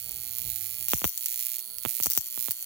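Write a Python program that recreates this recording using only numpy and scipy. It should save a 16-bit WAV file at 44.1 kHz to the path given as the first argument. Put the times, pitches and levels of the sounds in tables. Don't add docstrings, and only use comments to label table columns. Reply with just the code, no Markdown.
import sys
import numpy as np
from scipy import signal
from scipy.fft import rfft, irfft, next_fast_len
from scipy.io import wavfile
from scipy.ndimage import map_coordinates

SR = 44100
rng = np.random.default_rng(int(sys.argv[2]) if len(sys.argv) > 2 else 0)


def elevation(decibels):
    levels = np.asarray(decibels, float)
    return 10 ** (levels / 20)


def wav_out(sig):
    wavfile.write(sys.argv[1], SR, np.round(np.clip(np.atleast_2d(sig).T, -1, 1) * 32767).astype(np.int16))


N = 116865

STRIKE_HZ, FIRST_STRIKE_S = 120.012, .00145
JITTER_S, SCATTER_DB = .000002, 1.2
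LEFT_LAG_S = 0.00017

# start_s, rumble_db, rustle_above_rumble_db
HANDLING = [(0, -66, 1), (.09, -59, 4), (.2, -56, -2.5), (.39, -65, 3.5), (.43, -46.5, -11.5),
            (.52, -51.5, -6.5), (.56, -59, -2), (.9, -64, 2.5), (1.1, -74.5, 8.5), (1.17, -78, 2),
            (1.66, -82, 15), (1.71, -67.5, 7.5), (1.8, -65, -2), (1.95, -76, 3), (2.3, -94, 0),
            (2.65, -79, -12)]
# frequency_hz, density_db
RUMBLE_SPECTRUM = [(15, -43), (25, -41), (45, 0), (75, -3.5), (282, -14.5), (669, -20), (734, -13.5),
                   (1000, -31), (1300, -26), (2200, -120)]
# start_s, level_db
HUM_LEVEL = [
    (.52, -63),
    (.6, -57),
    (.85, -59),
    (.95, -83),
]
# frequency_hz, density_db
HISS_SPECTRUM = [(25, -17), (60, -15), (300, -7), (1000, -2.5), (2200, -3.5), (3200, 4.5), (4500, 3.5),
                 (10000, 3), (16000, -25)]
# start_s, level_db, polarity
JOLTS = [(.885, -36.5, 1), (.918, -40.5, 1), (.935, -11.5, 1), (1.018, -26.5, 1), (1.043, -12.5, 1),
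         (1.052, -21, -1), (1.851, -17.5, 1), (1.860, -20.5, 1), (2.001, -27, 1), (2.060, -25, -1),
         (2.068, -22, 1), (2.176, -21.5, -1), (2.376, -30.5, -1), (2.484, -26, -1), (2.510, -49, 1)]
# frequency_hz, level_db
THUMP_SPECTRUM = [(35, -26), (65, 2.5), (130, -2), (220, 0), (600, -6), (1400, -6.5), (1500, -13),
                  (3500, -9.5), (6000, -52)]
# frequency_hz, t60_s
TABLE_DECAY = [(1000, 0.01), (6000, 0.039), (16000, 0.0059)]
TABLE_LEVEL = [
    [-6],
    [-15],
]
# frequency_hz, t60_s
ROOM_DECAY = [(1000, 0.041), (6000, 0.23), (16000, 0.11)]
ROOM_LEVEL = [
    [-10],
    [-18],
]
# pitch_hz, width_hz, level_db
TUBE_LEFT = [(1450, 160, -17), (3080, 370, -8), (4330, 72, -4), (5200, 300, -46), (2333, 154, -15)]
TUBE_RIGHT = [(1408, 165, -9.5), (3400, 380, -5), (4445, 145, 11.5), (5200, 300, -37), (2332, 50, -5.5)]
# pitch_hz, width_hz, level_db
GLOW_LEFT = [(8250, 1700, -46), (14200, 1600, -6.5), (15200, 600, -46)]
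GLOW_RIGHT = [(9840, 380, 11.6), (11230, 550, 5.4), (15200, 1340, 3.5)]
# pitch_hz, width_hz, level_db
STREAMER_LEFT = [(2370, 117, -21), (3800, 2900, -21), (4970, 690, -17.5), (6580, 1850, -12.5),
                 (10260, 170, -5), (10960, 230, -22), (14050, 1100, 0), (14750, 510, -0.5)]
STREAMER_RIGHT = [(2375, 510, -16.5), (4280, 870, -13.5), (5666, 256, -11.5), (6760, 420, -11.5),
                  (9070, 500, -7), (11120, 560, -4), (14770, 1360, -0.5)]
# pitch_hz, width_hz, level_db
SPARK_LEFT = [(2380, 1960, -26), (5674, 330, -12), (6460, 690, -10.5), (10100, 3500, -15.5),
              (11660, 110, -19.5), (13860, 1600, -4.5), (15030, 1600, -1.5)]
SPARK_RIGHT = [(2680, 2000, -20.5), (5040, 910, -10.5), (7360, 1300, -6.5), (9180, 2700, -10),
               (13264, 730, 0), (15200, 4350, -1)]
# start_s, streamer_level_db, streamer_left_minus_right_db, glow_level_db
WAND_COURSE = [(0, -31, -16, -44), (.12, -29.5, -10, -46), (.5, -25.5, -12.5, -37.5),
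               (.87, -27.5, -11.5, -33), (.89, -21, -10.5, -63), (1.13, -34, 0, -40), (1.2, -29, -7, -33),
               (1.4, -21.5, -11, -50), (1.6, -24, -14, -69), (1.61, -36.5, -8.5, -33.5),
               (1.82, -38.5, -12, -31.5), (1.83, -26.5, -14, -39), (2.01, -23, -12, -35),
               (2.04, -31, -2, -33), (2.22, -35.5, 1.5, -47), (2.4, -24, -12.5, -31.5),
               (2.49, -24, -11, -33), (2.51, -34.5, -1.5, -36)]
# start_s, change_db
UNEVEN_STRIKES = [(0.068, -2.8), (0.101, -6), (0.11, 5), (0.118, 5), (0.301, -5), (0.385, 4.5),
                  (0.501, 6.5), (0.526, -2), (0.56, 5), (0.76, -1.5), (0.81, 2.5), (0.826, 4.5), (0.86, -1),
                  (0.876, -5), (1.276, -5), (1.285, 3.5), (1.351, -7), (1.368, -6), (1.385, -4),
                  (1.393, 0.5), (1.418, -4), (1.426, 0.5), (1.468, 2.5), (1.476, -5), (1.501, -3),
                  (1.51, -4), (1.518, 2), (1.576, -11), (1.585, -1), (1.601, -0.5), (1.818, -1),
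                  (1.843, -3.9), (1.851, 7.5), (1.885, 2.5), (1.893, 4.5), (1.91, 4.5), (1.951, 2.5),
                  (2.001, -1), (2.018, -5), (2.226, -2), (2.293, -4), (2.351, -2.7), (2.501, -2),
                  (2.576, 0), (2.626, 4.5)]
# start_s, left_level_db, right_level_db
FIRST_SPARKS = [(0.885, -16.4, -14.5), (0.893, -21.9, -20.9), (0.901, -19.5, -16.3), (0.91, -18.6, -17.6),
                (0.918, -15.6, -14.2), (0.926, -29.3, -29.6), (0.935, -14.3, -15.0), (0.943, -17.2, -18.9),
                (0.96, -29.4, -25.0), (0.976, -21.5, -24.7), (0.985, -20.9, -23.1), (0.993, -28.5, -29.6),
                (1.043, -12.9, -16.9), (1.051, -16.4, -20.2), (1.06, -26.0, -31.1), (1.068, -21.0, -24.8),
                (1.076, -15.6, -20.1), (1.093, -19.7, -25.4), (1.101, -27.2, -31.8), (1.176, -17.0, -15.6),
                (1.226, -26.7, -21.6), (1.26, -17.0, -13.5), (1.268, -29.4, -22.5)]
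SECOND_SPARKS = [(1.785, -27.9, -16.3), (2.026, -18.7, -15.3), (2.035, -12.3, -10.3), (2.043, -16.0, -14.3),
                 (2.06, -12.7, -10.8), (2.068, -16.0, -13.7), (2.101, -17.7, -15.6), (2.11, -15.2, -12.5),
                 (2.118, -17.4, -15.0), (2.126, -25.5, -22.1), (2.135, -16.7, -14.3), (2.151, -18.8, -16.5),
                 (2.16, -20.9, -17.9), (2.168, -16.3, -18.3), (2.176, -11.6, -10.6), (2.185, -17.8, -20.9),
                 (2.21, -20.9, -22.2), (2.276, -26.6, -24.2), (2.51, -15.9, -11.7), (2.518, -17.3, -13.6)]
BAND_LIMIT = [
    [17070],
    [16080],
]


def unit(x):
    return x / np.sqrt(np.mean(x ** 2, axis=-1, keepdims=True) + 1e-20)


def along(points, hz):
    f, value = np.transpose(points)
    return np.interp(np.log(hz + 1), np.log(f + 1), value)


def curve(rows, s):
    t, *columns = np.transpose(rows)
    return [np.interp(s, t, column) for column in columns]


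def filtered(x, response):
    m = next_fast_len(N + SR // 2)
    return irfft(rfft(x, m) * response(np.fft.rfftfreq(m, 1 / SR)), m)[..., :N]


def resonances(f, peaks):
    total = 0
    for k, (center, width, db) in enumerate(peaks):
        damping = 1j * f * width
        total = total + (-1) ** k * elevation(db) * damping / (center * center - f * f + damping)
    return total


def voiced(x, left, right):
    def response(f):
        delay = np.exp(-2j * np.pi * f * LEFT_LAG_S)
        both = np.array([resonances(f, left) * delay, resonances(f, right)])
        return both / np.sqrt(np.mean(abs(both) ** 2, axis=1).max())
    return filtered(x, response)


def snapped(s):
    return FIRST_STRIKE_S + np.round((np.asarray(s) - FIRST_STRIKE_S) * STRIKE_HZ) / STRIKE_HZ


def strike_times():
    return FIRST_STRIKE_S + np.arange(int(N / SR * STRIKE_HZ) + 1) / STRIKE_HZ


def uneven_db(count):
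    t, db = np.transpose(UNEVEN_STRIKES)
    index = np.round((t - FIRST_STRIKE_S) * STRIKE_HZ).astype(int)
    return np.bincount(index, db, count)


def discharges(s, level_db, pan_db, scatter_db, jitter_s, spread_s, branch_db, count):
    luck = rng.standard_normal((len(s), 2 * count + 2))
    lead_s = s + jitter_s * luck[:, 0]
    lead_db = level_db + scatter_db * luck[:, 1]
    branch_s = lead_s[:, None] + spread_s * abs(luck[:, 2:count + 2])
    when = SR * np.c_[lead_s, branch_s]
    size = elevation(lead_db)[:, None] * np.c_[np.ones(len(s)), elevation(branch_db) * luck[:, count + 2:]]
    at = np.floor(when).astype(int)[..., None] + np.arange(-7, 9)
    off = at - when[..., None]
    click = size[..., None] * np.sinc(off) * np.cos(np.pi * off / 16) ** 2

    def side(db):
        weighted = click * elevation(db)[:, None, None]
        return np.bincount(np.clip(at, 0, N).ravel(), weighted.ravel(), N + 1)[:N]
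    return np.array([side(np.minimum(pan_db, 0)), side(np.minimum(-pan_db, 0))])


def noise(spectrum, count):
    white = rng.standard_normal((count, N))
    return unit(filtered(white, lambda f: elevation(along(spectrum, f))))


def recorder_floor():
    t = np.arange(N) / SR
    lumps_db = 1.5 * map_coordinates(rng.standard_normal(40), [t * 14])
    rumble_db, rustle_db = curve(HANDLING, t)
    pair = noise(RUMBLE_SPECTRUM, count=2)
    low = filtered(pair, lambda f: 1 / (1 + (f / 190) ** 4))
    common, difference = (low + elevation(rustle_db) * (pair - low)) * elevation(rumble_db + lumps_db)
    hum = elevation(curve(HUM_LEVEL, t)[0]) * np.sin(2 * np.pi * 103 * t)
    hiss = elevation(-57.5) * noise(HISS_SPECTRUM, count=2)
    return common + hum + np.array([0.24 * difference, -.15 * difference]) + hiss


def wiring_thumps():
    turns, bend, from_hz = 2.4, .4, 470
    cross_hz, cross_width_hz = 140, 45
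    jolts = np.zeros(N)
    t, db, sign = np.transpose(JOLTS)
    jolts[np.round(snapped(t) * SR).astype(int)] = np.sign(sign) * elevation(db + 32)

    def response(f):
        phase_turns = turns * np.maximum((100 / (f + 1)) ** bend - (100 / from_hz) ** bend, 0)
        cross = cross_hz ** 2 - f * f + 1j * f * cross_width_hz
        allpass = np.conj(cross) / cross
        return elevation(along(THUMP_SPECTRUM, f)) * np.exp(2j * np.pi * phase_turns) * allpass
    return filtered(jolts, response) * elevation([[-74], [0]])


def reflections(x, decay, level_db, count):
    hz, t, z = signal.stft(rng.standard_normal((count, 2, SR // 8)), SR, nperseg=64)
    tails = signal.istft(z * elevation(-60 * t / along(decay, hz)[:, None]), SR, nperseg=64)[1]
    tails = tails / np.linalg.norm(tails, axis=-1, keepdims=True)
    tails = np.pad(tails, ((0, 0), (0, 0), (30, 0)))
    strike = ((np.arange(N) / SR - FIRST_STRIKE_S) * STRIKE_HZ + 1.1).astype(int)
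    spot = rng.integers(count, size=strike[-1] + 1)[strike]
    wet = 0
    for k, tail in enumerate(tails):
        wet = wet + signal.fftconvolve(x * (spot == k), tail, axes=1)[:, :N]
    return elevation(level_db) * wet


def glass_tube():
    s = strike_times()
    clicks = discharges(s, -22 + 0 * s, 0 * s, scatter_db=SCATTER_DB, jitter_s=JITTER_S,
                        spread_s=0.00045, branch_db=-20, count=2)
    return voiced(clicks, TUBE_LEFT, TUBE_RIGHT)


def glow():
    s = strike_times()
    glow_db = curve(WAND_COURSE, s)[2]
    clicks = discharges(s, glow_db + uneven_db(len(s)) + 19, 0 * s, scatter_db=SCATTER_DB,
                        jitter_s=JITTER_S, spread_s=0.000308, branch_db=-20, count=4)
    return voiced(clicks, GLOW_LEFT, GLOW_RIGHT)


def streamers():
    s = strike_times()
    streamer_db, pan_db, _ = curve(WAND_COURSE, s)
    clicks = discharges(s, streamer_db + uneven_db(len(s)) + 20.5, pan_db, scatter_db=SCATTER_DB,
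                        jitter_s=JITTER_S, spread_s=0.000396, branch_db=-17.5, count=5)
    return voiced(clicks, STREAMER_LEFT, STREAMER_RIGHT)


def sparks():
    t, left_db, right_db = np.transpose(list(FIRST_SPARKS) + list(SECOND_SPARKS))
    left_db = left_db + 3
    clicks = discharges(snapped(t), np.maximum(left_db, right_db) + 16, left_db - right_db, scatter_db=0,
                        jitter_s=.00003, spread_s=0.000235, branch_db=-15, count=5)
    return voiced(clicks, SPARK_LEFT, SPARK_RIGHT)


def scene():
    air = (glow() + streamers() + sparks()) * elevation([[2.5], [0]])
    table = reflections(air, TABLE_DECAY, TABLE_LEVEL, count=2)
    room = reflections(air, ROOM_DECAY, ROOM_LEVEL, count=2)
    return recorder_floor() + wiring_thumps() + table + room + glass_tube() + air


def band_limit(x):
    return signal.sosfilt(signal.butter(12, 16970, fs=SR, output="sos"), x)


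def record(dry):
    def response(f):
        steepness = (f - np.array(BAND_LIMIT)) / 810 * 3
        return 1 / (1 + np.exp(np.clip(steepness, -40, 40)))
    mix = filtered(dry, response)
    return band_limit(mix)


dry = scene()
out = record(dry)
wav_out(out)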